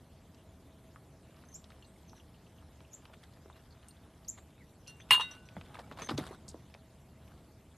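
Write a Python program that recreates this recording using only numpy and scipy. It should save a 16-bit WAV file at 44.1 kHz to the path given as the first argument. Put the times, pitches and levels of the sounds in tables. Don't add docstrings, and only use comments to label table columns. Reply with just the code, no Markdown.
import sys
import numpy as np
from scipy import signal
from scipy.fft import rfft, irfft, next_fast_len
from scipy.io import wavfile
from scipy.ndimage import uniform_filter1d, map_coordinates

SR = 44100
rng = np.random.default_rng(int(sys.argv[2]) if len(sys.argv) > 2 else 0)


def to_linear_factor(level_db):
    exponent = np.asarray(level_db, float) / 20
    return 10 ** exponent


def transcribe(signal):
    frames = np.atleast_2d(signal).T
    limited = np.clip(frames, -1, 1)
    pcm = np.round(limited * 32767).astype(np.int16)
    wavfile.write(sys.argv[1], SR, pcm)


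N = 342921

TIPPED_MODES_HZ = [1012, 1740, 2035, 2821, 3025, 3400, 3704, 3782, 4272, 5012, 5609, 6600, 7795, 8890, 9030,
                   9400, 10320, 11230, 11910]


def unit(x):
    return x / np.sqrt(np.mean(x ** 2) + 1e-20)


def along(points, hz):
    f, v = np.transpose(points)
    return np.interp(np.log(hz + 1), np.log(f + 1), v)


def wobble(rate):
    coarse = np.arange(0, N + 16, 16)
    knots = rng.standard_normal(int(N * rate / SR) + 4)
    smooth = map_coordinates(knots, [coarse * rate / SR])
    return np.interp(np.arange(N), coarse, smooth)


def filtered(x, response):
    m = next_fast_len(len(x) + 2048, True)
    spectrum = rfft(x, m) * response(np.fft.rfftfreq(m, 1 / SR))
    return irfft(spectrum, m)[:len(x)]


def noise(spectrum):
    return unit(filtered(rng.standard_normal(N), lambda hz: to_linear_factor(along(spectrum, hz))))


def resonance(hz, centre_hz, width_hz):
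    return 1j * hz * width_hz / (centre_hz ** 2 - hz ** 2 + 1j * hz * width_hz)


def add(track, s, sound):
    part = track[round(s * SR):][:len(sound)]
    part += sound[:len(part)]


def patchy(x, depth_db):
    z = signal.stft(x, nperseg=512)[2]
    field = uniform_filter1d(rng.standard_normal(z.shape), size=8, axis=0)
    field = uniform_filter1d(field, size=6, axis=1)
    return unit(signal.istft(z * to_linear_factor(depth_db * unit(field)), nperseg=512)[1][:N])


def gapped(x, share):
    z = signal.stft(x, nperseg=1024)[2]
    field = uniform_filter1d(rng.random(z.shape) - .5, size=14, axis=0)
    field = uniform_filter1d(field, size=4, axis=1)
    kept = field < np.quantile(field, np.clip(share, 0, 1))
    return signal.istft(z * kept, nperseg=1024)[1][:N]


def strokes(rows, rise, fall):
    t = np.arange(0, N + 16, 16) / SR
    s, db, hold = np.transpose(rows)[:, :, None]
    before, after = np.maximum(s - t, 0), np.maximum(t - s - np.abs(hold), 0)
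    level = to_linear_factor(db - rise * before - fall * after)
    return np.interp(np.arange(N) / SR, t, np.sqrt(np.sum(level ** 2, axis=0)))


def contacts(rows, q, t60, blow_db):
    out, t = np.zeros(N), np.arange(SR // 18) / SR
    for s, db, hz in rows:
        puff = to_linear_factor(-60 * t / t60) * rng.standard_normal(len(t))
        puff[:2] += to_linear_factor(blow_db)
        sound = filtered(puff, lambda f: resonance(f, hz, hz / q) ** 3)
        add(out, s, to_linear_factor(db - 3.0) * sound / np.abs(sound).max())
    return out


def air():
    # (time [s], level [dB])
    swells = [(0.0, -58.5), (1.21, -58.5), (3.31, -59.5), (4.42, -59.5), (4.91, -58.5), (5.65, -57.5),
              (6.13, -54), (6.76, -60.5), (7.28, -57), (7.78, -60.5)]
    # (frequency [Hz], level [dB])
    traffic_colour = [(12, -61.5), (20, -42), (30, -27), (40, -9.5), (71, -7), (120, -4), (240, -9.5),
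                      (350, -14.5), (900, -22.5), (1600, -33), (3000, -50), (6000, -81.5)]
    # (frequency [Hz], level [dB])
    hiss_colour = [(300, -27), (1000, -9.5), (2000, -5.5), (3500, -7), (5000, -11), (8000, -13),
                   (12500, -13), (13500, -24)]
    # (frequency [Hz], rms level [dB])
    engine_lines = [(75.4, -66), (646.0, -77.5)]
    swell_db = np.interp(np.arange(N) / SR, *np.transpose(swells))
    traffic = to_linear_factor(swell_db + 0.34 * wobble(4.6)) * noise(traffic_colour)
    hiss = to_linear_factor(-71.5 + 0.41 * wobble(0.56)) * patchy(noise(hiss_colour), depth_db=3.0)

    def engine(f):
        return sum(to_linear_factor(db + 35.5) * resonance(f, hz, 8.4) for hz, db in engine_lines)

    return traffic + hiss + filtered(rng.standard_normal(N), engine)


def pecks():
    # (time [s], peak level [dB], frequency [Hz])
    taps = [(0.346, -48.5, 4370), (1.3648, -55, 4080), (1.6422, -42, 3820), (1.703, -46, 3560),
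            (1.7194, -47.5, 2340), (2.0956, -47.5, 4240), (2.1796, -51, 3000), (2.805, -48, 2980),
            (3.054, -42.5, 3040), (3.1382, -46, 2700), (3.2365, -47, 4070), (3.3364, -52.5, 4140),
            (3.566, -53, 2870), (3.8294, -52, 2830), (4.377, -52, 2380), (4.505, -55, 2820),
            (4.5794, -54, 2170), (5.001, -44, 1900), (5.006, -42, 2560)]
    return contacts(taps, q=1.08, t60=0.029, blow_db=11.5)


def rubbing():
    # (time [s], level [dB], hold [s], sign ignored)
    shuffles = [(.35, -79, -3.5), (1.38, -65, -0.04), (1.52, -73.5, 2.5), (3.02, -71, 1.25),
                (4.99, -67.5, 0.8), (5.41, -69, 1.3), (5.65, -67.5, -0.4), (6.44, -73, 0.5),
                (7.28, -65, 0.1)]
    # (time [s], level [dB], hold [s])
    rubs = [(3.138, -57.5, .003), (3.235, -58, .004), (3.565, -63, .003), (5.31, -59, .012),
            (5.35, -61, .01), (4.378, -55.5, 0.014), (5.745, -57, .008), (5.795, -52, 0.011),
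            (5.926, -61.5, 0.0086), (5.975, -53, .005), (5.99, -48.5, 0.046), (6.04, -55.5, 0.034),
            (6.091, -44, 0.006), (6.108, -44, 0.01), (6.179, -39.5, 0.011), (6.195, -52.5, 0.032),
            (6.21, -57, 0.018), (6.236, -49.5, 0.012), (6.256, -50, 0.023), (6.288, -55, 0.03),
            (6.322, -55.5, 0.029)]
    # (frequency [Hz], level [dB per Hz])
    fur_colour = [(290, -32.5), (500, -7.5), (1140, -5.5), (1600, -9), (2600, -16.5), (3600, -12.5),
                  (4400, -19), (6000, -27.5), (8000, -23), (12400, -29.5), (13500, -38.5)]
    moving = strokes(rubs, rise=2200, fall=1140) + strokes(shuffles, rise=120, fall=160)
    grains = to_linear_factor(3 * wobble(400) + 0.64 * wobble(41) - 3.5)
    return moving * grains * patchy(noise(fur_colour), depth_db=3.5)


def knocks():
    # (time [s], peak level [dB], frequency [Hz])
    thuds = [(0.960, -39, 1240), (2.625, -49.5, 995), (1.296, -51.5, 455), (1.438, -45, 1300),
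             (1.705, -44.5, 1280), (2.132, -43, 875), (2.806, -47.5, 1000), (3.055, -44.5, 1090),
             (3.098, -45, 755), (3.139, -45, 1290), (3.237, -52, 1400), (3.458, -43.5, 372),
             (3.459, -48, 980), (3.500, -39, 890), (4.383, -44, 974), (5.557, -54, 1600),
             (5.5665, -33, 650), (5.5668, -38.5, 1510), (5.613, -41.5, 880), (5.745, -41, 1196),
             (5.7535, -37, 1000), (5.7695, -39.5, 1300), (5.7885, -33.5, 734), (5.793, -41, 900),
             (5.797, -36, 700), (5.881, -52, 345), (5.914, -32.5, 1210), (5.918, -40, 500),
             (5.9245, -42, 900), (5.988, -37, 980), (6.0205, -31.5, 1300), (6.023, -40, 400),
             (6.089, -33, 450), (6.0905, -29, 1000), (6.0945, -22.5, 990), (6.100, -47, 895),
             (6.109, -28.5, 700), (6.1105, -29.5, 345), (6.1815, -37, 1280), (6.1845, -25, 395),
             (6.188, -39, 503), (6.193, -31, 706), (6.202, -40, 500), (6.238, -43, 1180),
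             (6.265, -43, 1150), (6.279, -48, 1200), (6.309, -35, 380), (6.408, -55, 400),
             (6.543, -48, 814), (6.5445, -32.5, 380), (6.749, -41.5, 630)]
    return contacts(thuds, q=1, t60=0.06, blow_db=22)


def collar():
    # (time [s], level [dB])
    jingles = [(1.454, -67), (1.487, -58), (1.518, -59), (1.528, -55.5), (6.0195, -41.5), (6.046, -43.5),
               (6.062, -47), (6.073, -69)]
    # (frequency [Hz], level [dB], t60 [s])
    tag_modes = [(3600, -26, .05), (6244, 1.5, 0.082), (8870, -15, .05)]
    out, t = np.zeros(N), np.arange(SR // 5) / SR
    ring = sum(to_linear_factor(db - 60 * t / t60) * np.sin(2 * np.pi * hz * t) for hz, db, t60 in tag_modes)
    for s, db in jingles:
        add(out, s, to_linear_factor(db) * ring)
    return out


def bird(chips):
    out, hoarse = np.zeros(N), wobble(900)
    for s, length, start_hz, knee_hz, end_hz, db in chips:
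        u = np.arange(int(length * SR)) / (length * SR)
        pitch = np.interp(u, [0, .33, 1], [start_hz, knee_hz, end_hz])
        pitch *= 1 + 0.012 * np.roll(hoarse, -round(s * SR))[:len(u)]
        phase = 2 * np.pi * np.cumsum(pitch) / SR
        swell = np.minimum(u / 0.325 + 0.055, 1) * np.minimum((1 - u) / 0.081, 1)
        throb = 1 - 0.34 * np.cos(2 * np.pi * 140 * u * length - 2.3)
        octave = to_linear_factor(-7.5) * np.clip(1 - u / 0.41, 0, 1) * np.sin(2 * phase)
        add(out, s, to_linear_factor(db) * swell * throb * (np.sin(phase) + octave))
    return out


def birds():
    # (time [s], length [s], level [dB])
    near_chips = [(1.537, 0.03, -46), (2.928, 0.026, -47.5), (4.279, 0.0245, -36), (7.763, 0.013, -69.5)]
    # (start, knee, end [Hz])
    chip_pitches = (5160, 6800, 7570)
    # (time [s], length [s], knee [Hz], end [Hz], level [dB])
    far_chips = [(1.54, 0.018, 5300, 6000, -57), (1.858, 0.029, 7780, 8930, -66.5),
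                 (2.075, 0.022, 6380, 5370, -59.5), (2.153, 0.023, 6250, 5360, -63.5),
                 (2.907, 0.021, 6800, 7150, -65), (4.368, 0.023, 6640, 7700, -62),
                 (4.584, 0.046, 2250, 1800, -62)]
    # (frequency [Hz], gain [dB])
    echo_tilt = [(5000, 6), (6200, 1), (7600, -3.5), (11000, 7), (13000, 1)]
    song = bird([(s, length, *chip_pitches, db) for s, length, db in near_chips])
    far = bird([(s, length, knee_hz, knee_hz, end_hz, db) for s, length, knee_hz, end_hz, db in far_chips])
    to_walls = to_linear_factor(-4.5) * filtered(song, lambda hz: to_linear_factor(along(echo_tilt, hz))) + far
    return song + to_linear_factor(-5.0) * far + yard(to_walls, stretch=1.0)


def yard(x, stretch):
    # (frequency [Hz], t60 [s])
    decay = [(200, 0.66), (2000, 0.1), (7000, 0.165), (12000, 0.16)]
    hz, t, z = signal.stft(rng.standard_normal(SR // 2), SR, nperseg=256)
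    dying = to_linear_factor(-60 * t / (stretch * along(decay, hz)[:, None]))
    tail = signal.istft(z * dying, SR, nperseg=256)[1]
    tail = tail * to_linear_factor(1.7 * wobble(200)[:len(tail)])
    return signal.fftconvolve(np.pad(x, (130, 0)), tail / np.linalg.norm(tail))[:N]


def pips():
    # (time [s], peak level [dB], frequency [Hz])
    drips = [(1.8243, -49.5, 3180), (1.8454, -54, 4100), (1.9594, -59, 2090), (2.198, -52, 3000),
             (2.3437, -58, 2810), (2.465, -58, 2850), (2.583, -55.5, 2930), (2.8479, -54.5, 2870),
             (3.5274, -52.5, 3800), (3.6541, -60.5, 3360), (3.7065, -56, 4510), (3.7244, -54, 4250),
             (3.9084, -50, 4300), (3.9669, -57, 3400), (4.0344, -60, 3400), (4.2462, -53.5, 4700),
             (4.864, -53, 2740), (5.015, -49, 3440), (5.0194, -56, 3480), (5.5653, -49, 2090),
             (6.0334, -45, 6400), (6.1144, -47, 4930), (6.6994, -62, 2650)]
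    return contacts(drips, q=4.3, t60=0.042, blow_db=6.5)


def bowl(hz, modes, hits, crack_db, size, landings=()):
    touch_s = 0.00024
    out, t = np.zeros(N), np.arange(size) / SR
    hz = np.array(hz)[:, None]
    level_db, t60 = np.transpose(modes)[:, :, None]
    turning = np.exp(2j * np.pi * hz * t)
    for s, db, favoured_hz, spread, ring in hits:
        share_db = -6 * (np.log2(hz / favoured_hz) / spread) ** 2 + rng.normal(0, 1.2, hz.shape)
        heard = min(size, int(t60.max() * ring * SR) + 2048)
        in_step = np.exp(2j * np.pi * hz * (round(s * SR) / SR - hits[2][0]))
        start = to_linear_factor(level_db + share_db) * in_step
        dying = np.exp(-np.log(1000) * t[:heard] / (t60 * ring))
        ringing = (start * dying * turning[:, :heard]).imag.sum(0)
        ringing *= np.minimum(t[:heard] * min(spread, 1) / touch_s, 1)
        for landing_s, choke_db in landings:
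            landed = np.clip((s + t[:heard] - landing_s) / 0.0044, 0, 1)
            ringing *= to_linear_factor(choke_db * landed * (s < landing_s))
        crack = to_linear_factor(crack_db - 60 * t[:2048] / 0.0067) * rng.standard_normal(2048)
        add(ringing, 0, filtered(crack, lambda f: resonance(f, favoured_hz, favoured_hz * spread) ** 2))
        add(out, s, to_linear_factor(db) * ringing)
    return out


def struck_bowl():
    modes_hz = [832, 1490, 2778, 4258, 5860, 7407, 8390, 9582, 10730, 11720]
    # (level [dB], t60 [s])
    modes = [(-3.5, 0.39), (-18.5, 0.94), (-4.5, 0.54), (-5, 0.18), (0, 0.1), (-1, 0.053), (-5, 0.094),
             (7, 0.15), (4, .06), (-6, 0.07)]
    # (time [s], level [dB], favoured frequency [Hz], spread [octaves], ring length [factor])
    hits = [(1.825, -55.5, 3300, 0.55, 0.32), (3.545, -63, 2800, 0.47, 0.4), (3.886, -62, 2840, .6, 0.25),
            (4.878, -46, 3280, .9, 0.66), (4.885, -60, 5860, .3, .5), (4.896, -56, 4700, 0.65, 0.4),
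            (5.109, -26, 833, 0.16, 0.24), (5.197, -26, 2780, .1, 0.17), (5.21, -32, 2780, 0.1, 0.4),
            (5.225, -38, 2780, .05, 0.85), (5.205, -46, 8390, .08, 1), (5.205, -49, 5800, 0.1, 1.4),
            (5.312, -45, 5900, 0.15, 0.77), (5.454, -65, 5900, 0.36, 1.8), (5.232, -37, 1490, .15, 0.65),
            (5.278, -45, 1490, .15, 2.9), (5.55, -54, 1490, .1, .2), (5.7, -56.5, 830, .15, 3.5)]
    return bowl(modes_hz, modes, hits, crack_db=-4.0, size=SR // 2)


def tipped_bowl():
    # (level [dB], t60 [s])
    modes = [(-8.5, 0.13), (-19.5, 0.11), (-6.5, 0.084), (-0.5, 0.18), (-14.5, 0.17), (-14, 0.1),
             (-27.5, .15), (-19, 0.37), (-16.5, 0.18), (-29, 0.12), (-28, 0.068), (-25, 0.13), (-18, 0.081),
             (-15.5, 0.33), (-19.5, 0.13), (-23, 0.089), (-18, 0.15), (-25.5, 0.06), (-21.5, 0.25)]
    # (time [s], level [dB], favoured frequency [Hz], spread [octaves], ring length [factor])
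    hits = [(3.885, -41.5, 8100, 0.68, 0.4), (4.968, -60, 9500, .5, .8), (5.1077, -15, 2550, 2.6, 0.6),
            (5.109, -30, 9500, 0.57, 0.91), (5.116, -29, 2821, .1, 0.92), (5.115, -18, 4270, .1, 1.3),
            (5.11, -15, 2052, 0.19, .4), (5.135, -23.5, 1012, .15, 0.56), (5.122, -25, 2821, 0.089, 1.4),
            (5.124, -26, 10600, .2, 0.65), (5.128, -24.5, 2821, .08, 0.77), (5.131, -17, 4270, 0.11, 0.64),
            (5.134, -32, 2821, 0.09, 0.77), (5.146, -25, 2821, 0.062, 1.1), (5.152, -36, 2821, .06, 0.91),
            (5.14, -24, 1012, .12, .5), (5.222, -39, 4272, .06, 1), (5.16, -29.5, 3780, 0.07, 0.91),
            (5.179, -15, 960, 0.19, 0.1), (5.195, -29.5, 1020, 0.5, 0.11), (5.165, -38.5, 4270, .06, 1.4),
            (5.201, -40, 4270, 0.07, 1.1), (5.228, -45.5, 2060, 0.13, 3.3), (5.18, -47, 10500, .4, 0.8),
            (5.205, -47, 7800, .06, .7), (5.2, -47, 11400, .08, .6), (5.15, -40, 9000, .1, 1),
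            (5.209, -26, 3200, 0.26, 0.297), (5.212, -19, 3760, 0.07, 0.56),
            (5.225, -24, 3782, 0.058, 0.32), (5.31, -41, 3800, 0.3, 0.27), (5.366, -56, 2821, .06, 0.8)]
    # (time [s], ring then lost [dB])
    landings = [
        (5.139, -9),
        (5.192, -12),
    ]
    return bowl(TIPPED_MODES_HZ, modes, hits, crack_db=0.5, size=SR // 4, landings=landings)


def spatter():
    # (time [s], peak level [dB], frequency [Hz])
    drops = [(4.873, -43, 5000), (4.878, -48.5, 10500), (4.888, -55, 8500), (4.897, -54, 9500),
             (5.004, -57, 6000), (6.48, -41.5, 7390), (6.482, -36.5, 4910), (6.488, -33.5, 7300),
             (6.491, -39.5, 6490), (6.495, -51, 8030), (6.497, -42.5, 4560), (6.5, -43.5, 7280),
             (6.506, -48, 7300), (6.513, -47, 4550)]
    return contacts(drops, q=1.8, t60=0.049, blow_db=13)


def grinding():
    # (time [s], level [dB], hold [s])
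    grinds = [
        (4.876, -63, .025),
        (5.09, -63, 0.013),
        (5.108, -31.5, 0.035),
        (5.197, -42, 0.016),
        (5.25, -64.5, 0.091),
    ]
    # (frequency [Hz], level [dB per Hz])
    grit_colour = [(88, -63), (150, -28), (600, -24), (950, -11), (1400, -7.5), (2100, -14.5), (3300, -8.5),
                   (4500, -19), (5200, -29), (9000, -24), (12300, -31.5), (13500, -62)]
    grit = to_linear_factor(2.8 * wobble(420)) * patchy(noise(grit_colour), depth_db=-1.0)

    def modes(f):
        width_hz, ring_db = 59, -1.5
        return 1 + to_linear_factor(ring_db) * sum(resonance(f, hz, width_hz) for hz in TIPPED_MODES_HZ[1:-5])

    return filtered(strokes(grinds, rise=9100, fall=510) * to_linear_factor(-0.5) * grit, modes)


def tinks():
    # (time [s], peak level [dB], frequency [Hz])
    rim_tinks = [(4.995, -57, 6100), (5.005, -55, 6200), (5.017, -56, 6050), (5.018, -56.5, 3480),
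                 (6.19, -49.5, 740), (6.31, -57, 760), (5.567, -55, 3420), (5.7535, -56, 3430),
                 (5.8294, -60, 2260), (6.0215, -46.5, 3430)]
    return contacts(rim_tinks, q=23.2, t60=0.056, blow_db=17)


def cracks():
    # (time [s], peak level [dB], frequency [Hz])
    rim_cracks = [(5.1076, -9.5, 2080), (5.1082, -11, 3133), (5.1082, -16.5, 1100), (5.1135, -17, 3180),
                  (5.12, -12.5, 2620), (5.196, -23, 985), (5.1965, -30, 2820), (5.205, -25.5, 1110),
                  (5.209, -34, 3200), (5.211, -29, 1080)]
    return contacts(rim_cracks, q=2, t60=0.015, blow_db=10)


def flap():
    # (time [s], peak level [dB], frequency [Hz])
    booms = [(5.11, -41.5, 135), (5.118, -40.5, 449), (5.197, -40, 480), (5.567, -38.5, 187),
             (6.1095, -32.5, 297), (6.118, -32.5, 240), (6.139, -36, 230), (6.165, -44, 133),
             (6.089, -36, 240), (6.222, -42, 200), (6.128, -37, 117), (6.15, -33.5, 132), (6.184, -29, 288),
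             (6.202, -36, 220)]
    # (frequency [Hz], width [Hz], level [dB])
    panel_modes = [(99, 33, 10), (140, 30, 10), (260, 23, 5), (400, 46, -30), (740, 39, -16),
                   (1020, 24, -13)]
    # (time [s], level [dB], hold [s])
    shudders = [(5.567, -49, 0.037), (5.6, -55, 0.41), (5.915, -41.5, 0), (6.02, -40, 0),
                (6.112, -40, 0.037), (6.185, -39.5, 0.034), (6.29, -46, 0)]
    panel = filtered(rng.standard_normal(N), lambda f: sum(to_linear_factor(db) * resonance(f, c, w) for c, w, db in panel_modes))
    shudder = strokes(shudders, rise=1600, fall=680) * to_linear_factor(-6.0) * unit(panel)
    return shudder + contacts(booms, q=2.2, t60=0.018, blow_db=28.0)


def claws():
    # (time [s], peak level [dB], frequency [Hz])
    scrabbles = [(5.352, -45, 2800), (5.4884, -39.5, 2860), (5.612, -37, 2420), (5.6655, -52, 2270),
                 (5.6984, -50, 1600), (5.7438, -42, 3020), (5.7535, -39, 2210), (5.792, -38, 3730),
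                 (5.9145, -46, 2290), (5.9235, -41, 3160), (5.9727, -47, 2070), (5.9875, -42, 3000),
                 (6.0205, -33, 2504), (6.0895, -26.5, 3280), (6.092, -32, 2790), (6.095, -27.5, 3330),
                 (6.104, -33, 3700), (6.1775, -28, 3430), (6.179, -25, 4000), (6.181, -34, 3600),
                 (6.183, -43, 2860), (6.7405, -41.5, 2160), (6.742, -42.5, 4300), (6.7482, -41, 2144),
                 (7.2784, -50.5, 3016)]
    return contacts(scrabbles, q=1.1, t60=0.026, blow_db=14)


def sides(near, bowls, song, diffuse, small):
    # (frequency [Hz], level [dB])
    spread_curve = [(3900, -53), (4250, -7.5), (6000, -2), (8350, -4.5), (8500, -24.5), (13500, -23.5)]
    # (time [s], level [dB], hold [s])
    wide = [(1.55, -6, .03), (2.925, -5, .02), (3.135, -6, .015), (3.23, -4, .025), (3.875, -1.5, .035),
            (4.87, -3, .03), (5.085, -3, .015), (5.305, -5, .02), (5.605, -4.5, .02), (5.97, -3, .07),
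            (6.1, -5, .03), (6.17, -3, .035)]

    def spread(hz):
        return to_linear_factor(along(spread_curve, hz))

    waver = wobble(600)
    bright = filtered(bowls + to_linear_factor(-12.0) * song, lambda hz: hz > 5400)
    side = filtered((to_linear_factor(-19.5) * near + to_linear_factor(-7.5) * bright) * waver, spread)
    side = side + gapped(filtered(diffuse * waver, spread), share=.8)
    flicker = to_linear_factor(-90) * patchy(rng.standard_normal(N), depth_db=16.5)
    spots = flicker + strokes(wide, rise=1500, fall=1500) * (diffuse + small) * wobble(600)
    return side + filtered(spots, lambda hz: hz > 8400)


def scene():
    small = pecks() + knocks() + pips() + spatter() + tinks() + claws()
    bowls = struck_bowl() + tipped_bowl() + grinding()
    near = bowls + cracks() + collar() + small
    song = birds()
    walls = to_linear_factor(-15) * yard(near, stretch=.6)
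    diffuse = flap() + rubbing() + air()
    mid = near + walls + song + diffuse
    side = sides(near, bowls, song, diffuse, small)
    return np.array([mid + side, mid - side])


def top_cut(x):
    return signal.sosfilt(signal.butter(12, 13660, fs=SR, output="sos"), x)


def record(dry):
    kept = np.array([filtered(x, lambda hz: np.clip((13400 - hz) / 350, 0, 1)) for x in dry])
    return top_cut(kept)


dry = scene()
out = record(dry)
transcribe(out)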